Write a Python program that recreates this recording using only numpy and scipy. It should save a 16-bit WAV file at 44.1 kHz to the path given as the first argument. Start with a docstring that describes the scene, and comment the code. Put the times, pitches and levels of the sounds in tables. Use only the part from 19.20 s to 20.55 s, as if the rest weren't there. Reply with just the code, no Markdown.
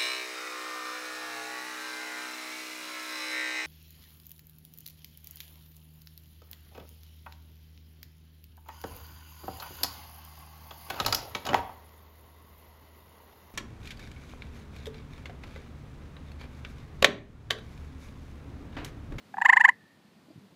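"""A grassy bank outdoors: a tree frog close by gives one croak, ten quick pulses, each an upward chirp.
Soft ticks of the opening larynx lead into the pulses. Each pulse starts rough, then swells into a
clean tone with a strong octave and a thin whistle, coloured by throat and vocal sac.
The bank scatters the call and a faint ring lingers. Soft handling bumps and a brush of grass
follow, over quiet air."""
import sys
import numpy as np
from scipy import signal
from scipy.fft import rfft, irfft
from scipy.io import wavfile
from scipy.ndimage import map_coordinates

SR = 44100
rng = np.random.default_rng(int(sys.argv[2]) if len(sys.argv) > 2 else 0)


def store_pcm(level_fs):
    """Save levels as 16-bit WAV."""
    pcm = np.round(np.clip(level_fs, -1, 1) * 32767).astype(np.int16)
    wavfile.write(sys.argv[1], SR, np.atleast_2d(pcm).T)


N = 59535
T = np.arange(N) / SR
BIN_HZ = np.arange(N // 2 + 1) * SR / N


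def undb(db):
    """Decibels to gain."""
    return 10 ** (np.asarray(db) / 20)


def gain_at(hz, colour):
    """Gain from rows of freq_hz, gain_db, on a log frequency axis."""
    freq_hz, gain_db = np.array(colour).T
    return undb(np.interp(np.log(np.maximum(hz, 1)), np.log(freq_hz), gain_db))


def noise(colour):
    """Coloured noise, rms 1."""
    x = irfft(rfft(rng.standard_normal(N)) * gain_at(BIN_HZ, colour), N)
    return x / np.sqrt(np.mean(x ** 2))


def wobble(rate_hz):
    """Smooth random motion, spread near 1."""
    return map_coordinates(rng.standard_normal(N), [T * rate_hz], order=3, mode="mirror")


def blip(start_s, rise_s):
    """Swell and fade, peak 1 after rise_s."""
    u = np.maximum(T - start_s, 0) / rise_s
    return (u * np.exp(1 - u)) ** 2


# freq_hz, gain_db
AIR_COLOUR = [(25, -49.5), (55, -30.5), (90, -6.5), (140, -5.5), (200, 2), (300, -7.5), (480, -12.5),
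              (1000, -16), (1500, -19.5), (2500, -21), (4600, -24), (5600, -30), (10000, -35),
              (15500, -37.5)]
# time_s, level_db
AIR_LEVEL = [(0, -58), (.25, -55.5), (.56, -60.5), (.95, -60), (1.2, -59), (1.35, -60)]


def air():
    """Distant rumble and faint hiss, nearly steady."""
    return undb(np.interp(T, *np.array(AIR_LEVEL).T)) * noise(AIR_COLOUR)


# freq_hz, gain_db
RUSTLE_COLOUR = [(250, -1), (600, 20), (900, -9), (2000, -8), (3500, -11), (4700, 10), (5600, -23),
                 (14000, -22)]


def rustle():
    """Grass blades brush softly as the hand shifts."""
    level_db = -68 + 1.3 * wobble(150)
    return undb(level_db) * blip(start_s=1.08, rise_s=.024) * noise(RUSTLE_COLOUR)


# start_s, pitch_hz, level_db, rise_s
BUMPS = [(1.082, 288, -50.5, 0.0047), (1.101, 300, -45.5, 0.007), (1.155, 155, -42.5, 0.0057),
         (1.172, 135.5, -42.5, 0.0072), (1.203, 197, -53, 0.027), (1.32, 173.2, -48.5, 0.0068)]


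def bumps():
    """Dull knocks of the hand on the recorder: a low tone and one inharmonic overtone."""
    out = np.zeros(N)
    for start_s, pitch_hz, level_db, rise_s in BUMPS:
        phase = 2 * np.pi * pitch_hz * (T - start_s)
        tone = np.sin(phase) + undb(-10) * np.sin(2.1 * phase)
        out += undb(level_db) * blip(start_s, rise_s) * tone
    return signal.sosfilt(signal.butter(3, 70, "high", fs=SR, output="sos"), out)


# freq_hz, gain_db
SCATTER_COLOUR = [(400, -12), (900, -7), (1300, -5), (1800, 0), (2100, -1), (2700, -6), (5000, -2),
                  (14000, -2)]
# freq_hz, gain_db
FAR_COLOUR = [(400, -16), (1000, -11.5), (1500, -10), (1800, -4), (2050, -2.5), (2500, -5.5),
              (14000, -18.5)]


def surroundings(call, build_s=.008, ring_hz=1820, ring_width_hz=190, echo_s=.027):
    """Quick scatter from grass and bank, a faint far ring and tail, one weak echo."""
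    def reverb(carrier, t60_s, band_gain_db):
        response = carrier * undb(-60 * T / t60_s) * (1 - np.exp(-T / build_s))
        response /= np.sqrt(np.mean(np.abs(rfft(response)[voice_band]) ** 2))
        return undb(band_gain_db) * signal.fftconvolve(call, response)[:N]

    voice_band = (BIN_HZ > 1600) & (BIN_HZ < 2100)
    phase = 2 * np.pi * ring_hz * T
    narrow_noise = wobble(ring_width_hz) * np.sin(phase) + wobble(ring_width_hz) * np.cos(phase)
    scatter = reverb(noise(SCATTER_COLOUR), t60_s=.105, band_gain_db=-27)
    ring = reverb(narrow_noise, t60_s=1.05, band_gain_db=-44)
    far = reverb(noise(FAR_COLOUR), t60_s=.7, band_gain_db=-52)
    echo = undb(-36) * np.interp(T - echo_s, T, call)
    return scatter + ring + far + echo


def snap():
    """One broadband click on the ninth pulse."""
    return undb(-40) * blip(start_s=.4501, rise_s=.00012) * rng.standard_normal(N)


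# freq_hz, gain_db
THROAT_COLOUR = [(300, -6), (580, -8.5), (690, -2.5), (780, 8.5), (900, -1), (1020, -1), (1250, 4.5),
                 (1550, -2), (1750, 6.5), (2050, -1.5), (2400, -2.5), (2900, -3), (3400, -3.5),
                 (11000, -0.5), (12500, -11.5), (15500, -3.5)]


def throat(x):
    """Resonances of throat and vocal sac, as a minimum-phase filter."""
    gain = gain_at(np.arange(N + 1) * SR / (2 * N), THROAT_COLOUR)
    cepstrum = irfft(np.log(gain))
    cepstrum[1:N] *= 2
    cepstrum[N + 1:] = 0
    return irfft(rfft(x, 2 * N) * np.exp(rfft(cepstrum)))[:N]


# freq_hz, gain_db
RASP_COLOUR = [(300, -22), (1200, 4.5), (2500, 17), (3350, 4.5), (3750, 1), (4200, 1), (4700, -0.5),
               (5400, -12), (6400, -1), (6850, -2), (7250, 6), (7700, -7.5), (8200, -9.5), (9500, -21),
               (11000, -20), (12300, -21.5), (14000, -18), (15500, -19)]


def rasp(pitch_hz, phase, hiss):
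    """Buzz of harmonics 4 to 15 plus breathy hiss."""
    harmonics = np.arange(4, 16)[:, None]
    weights = gain_at(harmonics * pitch_hz, RASP_COLOUR)
    offsets = rng.uniform(0, 2 * np.pi, harmonics.shape)
    buzz = (weights * np.sin(harmonics * phase + offsets)).sum(0)
    return buzz / np.sqrt((weights ** 2).sum(0).mean()) + undb(3.5) * hiss


# start_s, level_db
TICKS = [(.1690, -33), (.2030, -39), (.2410, -39), (.2790, -37), (.3170, -38), (.3560, -37), (.3945, -41),
         (.4345, -36), (.4720, -39)]
ROUGH_RATE_HZ = 550


def ticks(pitch_hz=800):
    """The larynx opens with a brief rough tone before each pulse but the first."""
    phase = 2 * np.pi * np.cumsum(pitch_hz * (1 + .069 * wobble(ROUGH_RATE_HZ))) / SR
    tone = np.sin(phase) + undb(-3) * np.sin(2 * phase) + undb(-23) * noise(RASP_COLOUR)
    return tone * sum(undb(level_db) * blip(start_s, rise_s=.002) for start_s, level_db in TICKS)


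def envelope(age_s, rise_s, lag_s, swell_db_per_s, decay_db_per_s, crest_s=.0015, onset_s=.0017):
    """Quick onset, swell, rounded crest near lag_s, decay; age_s is 0 at the end of the rise."""
    u = (age_s - lag_s) / crest_s
    db = -crest_s * (swell_db_per_s * np.logaddexp(0, -u) + decay_db_per_s * np.logaddexp(0, u))
    gate = np.sin(np.pi / 2 * np.clip((age_s + rise_s) / onset_s + .5, 0, 1)) ** 2
    return undb(db - db.max()) * gate


def whistle(t_s, end_hz, jitter, flutter, fall_hz=700, fall_s=.005):
    """Thin, fluttering high tone that slides down to end_hz."""
    pitch_hz = end_hz + fall_hz * (.5 - .5 * np.tanh((t_s - .003) / fall_s))
    phase = 2 * np.pi * np.cumsum(pitch_hz * (1 + .006 * jitter)) / SR
    return np.sin(phase) * (1 + .45 * flutter)


# start_s, rise_s, end_pitch_hz, fundamental_db, octave_db, rasp_db, whistle_end_hz, decay_stretch
PULSES = [(0.1407, 0.0025, 824, -32, -38.5, -61.5, 12400, 0.23),
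          (0.1811, .0036, 960, -22, -38, -57, 12500, .55), (.2143, .0064, 965, -19.5, -21, -43, 12600, 0.7),
          (.2485, 0.012, 1056, -13.5, -11, -33.5, 11000, 0.7),
          (0.285, 0.014, 1049, -11.5, -7.5, -32, 10500, 0.77),
          (.3250, .0095, 1032, -15.5, -11, -36, 10000, 0.9),
          (0.3621, 0.011, 1032, -14.5, -10.5, -36, 9873, 0.9),
          (0.3975, 0.014, 979.5, -18.5, -14, -37, 10140, 0.97),
          (0.4391, 0.014, 1066, -12, -7, -32.5, 10140, 0.79),
          (0.4793, .0128, 1025, -16.5, -11.5, -36, 10150, 0.86)]


def pulses(start_pitch_hz=786, roughness=.33, settle_s=.0035):
    """Rising tones: the upper harmonics rasp, the fundamental rings on in the vocal sac."""
    out = np.zeros(N)
    motion = [wobble(ROUGH_RATE_HZ) for _ in range(3)]
    hiss = noise(RASP_COLOUR)
    for start_s, rise_s, end_hz, fundamental_db, octave_db, rasp_db, whistle_hz, stretch in PULSES:
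        near = np.abs(T - start_s) < .05
        shimmer, flutter, jitter = (m[near] for m in motion)
        t_s = T[near] - start_s - rise_s
        age_s = np.where(t_s > 0, t_s / stretch, t_s)
        unsettled = .5 - .5 * np.tanh((t_s + settle_s) / .0015)  # 1 to 0 as the tone clears
        glide_hz = np.interp(t_s / rise_s, [-.72, .35], [start_pitch_hz, end_hz])
        pitch_hz = glide_hz * (1 + .03 * unsettled * jitter)
        phase = 2 * np.pi * np.cumsum(pitch_hz) / SR

        fundamental_gain = undb(fundamental_db) * envelope(age_s, rise_s, .0038, 1500, 2000)
        octave_gain = undb(octave_db) * envelope(age_s, rise_s, .0041, 1700, 3630, crest_s=.0033)
        third_gain = undb(rasp_db + 8.5) * envelope(age_s, rise_s, .0024, 1600, 6000)
        whistle_gain = undb(rasp_db - 12.5) * envelope(age_s, rise_s, .003, 1200, 2400)
        rasp_gain = undb(rasp_db) * envelope(age_s, rise_s, .0035, 1100, 8000)

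        upper = octave_gain * np.sin(2 * phase)
        upper += third_gain * np.sin(3 * phase) * (1 + .35 * flutter)
        upper += whistle_gain * whistle(t_s, whistle_hz, jitter, flutter)
        out[near] += fundamental_gain * np.sin(phase) * (1 + roughness * unsettled * flutter)
        out[near] += upper * (1 + roughness * unsettled * shimmer)
        out[near] += rasp_gain * rasp(pitch_hz, phase, hiss[near])
    return out


def scene():
    """Frog, reflections, handling noises and air, in mono."""
    call = throat(pulses() + ticks()) + snap()
    return (call + surroundings(call) + bumps() + rustle() + air())[None]


def record(dry, cutoff_hz=15400):
    """Steep low-pass of the recorder."""
    return signal.sosfilt(signal.ellip(10, .1, 80, cutoff_hz, fs=SR, output="sos"), dry)


dry = scene()
out = record(dry)
store_pcm(out)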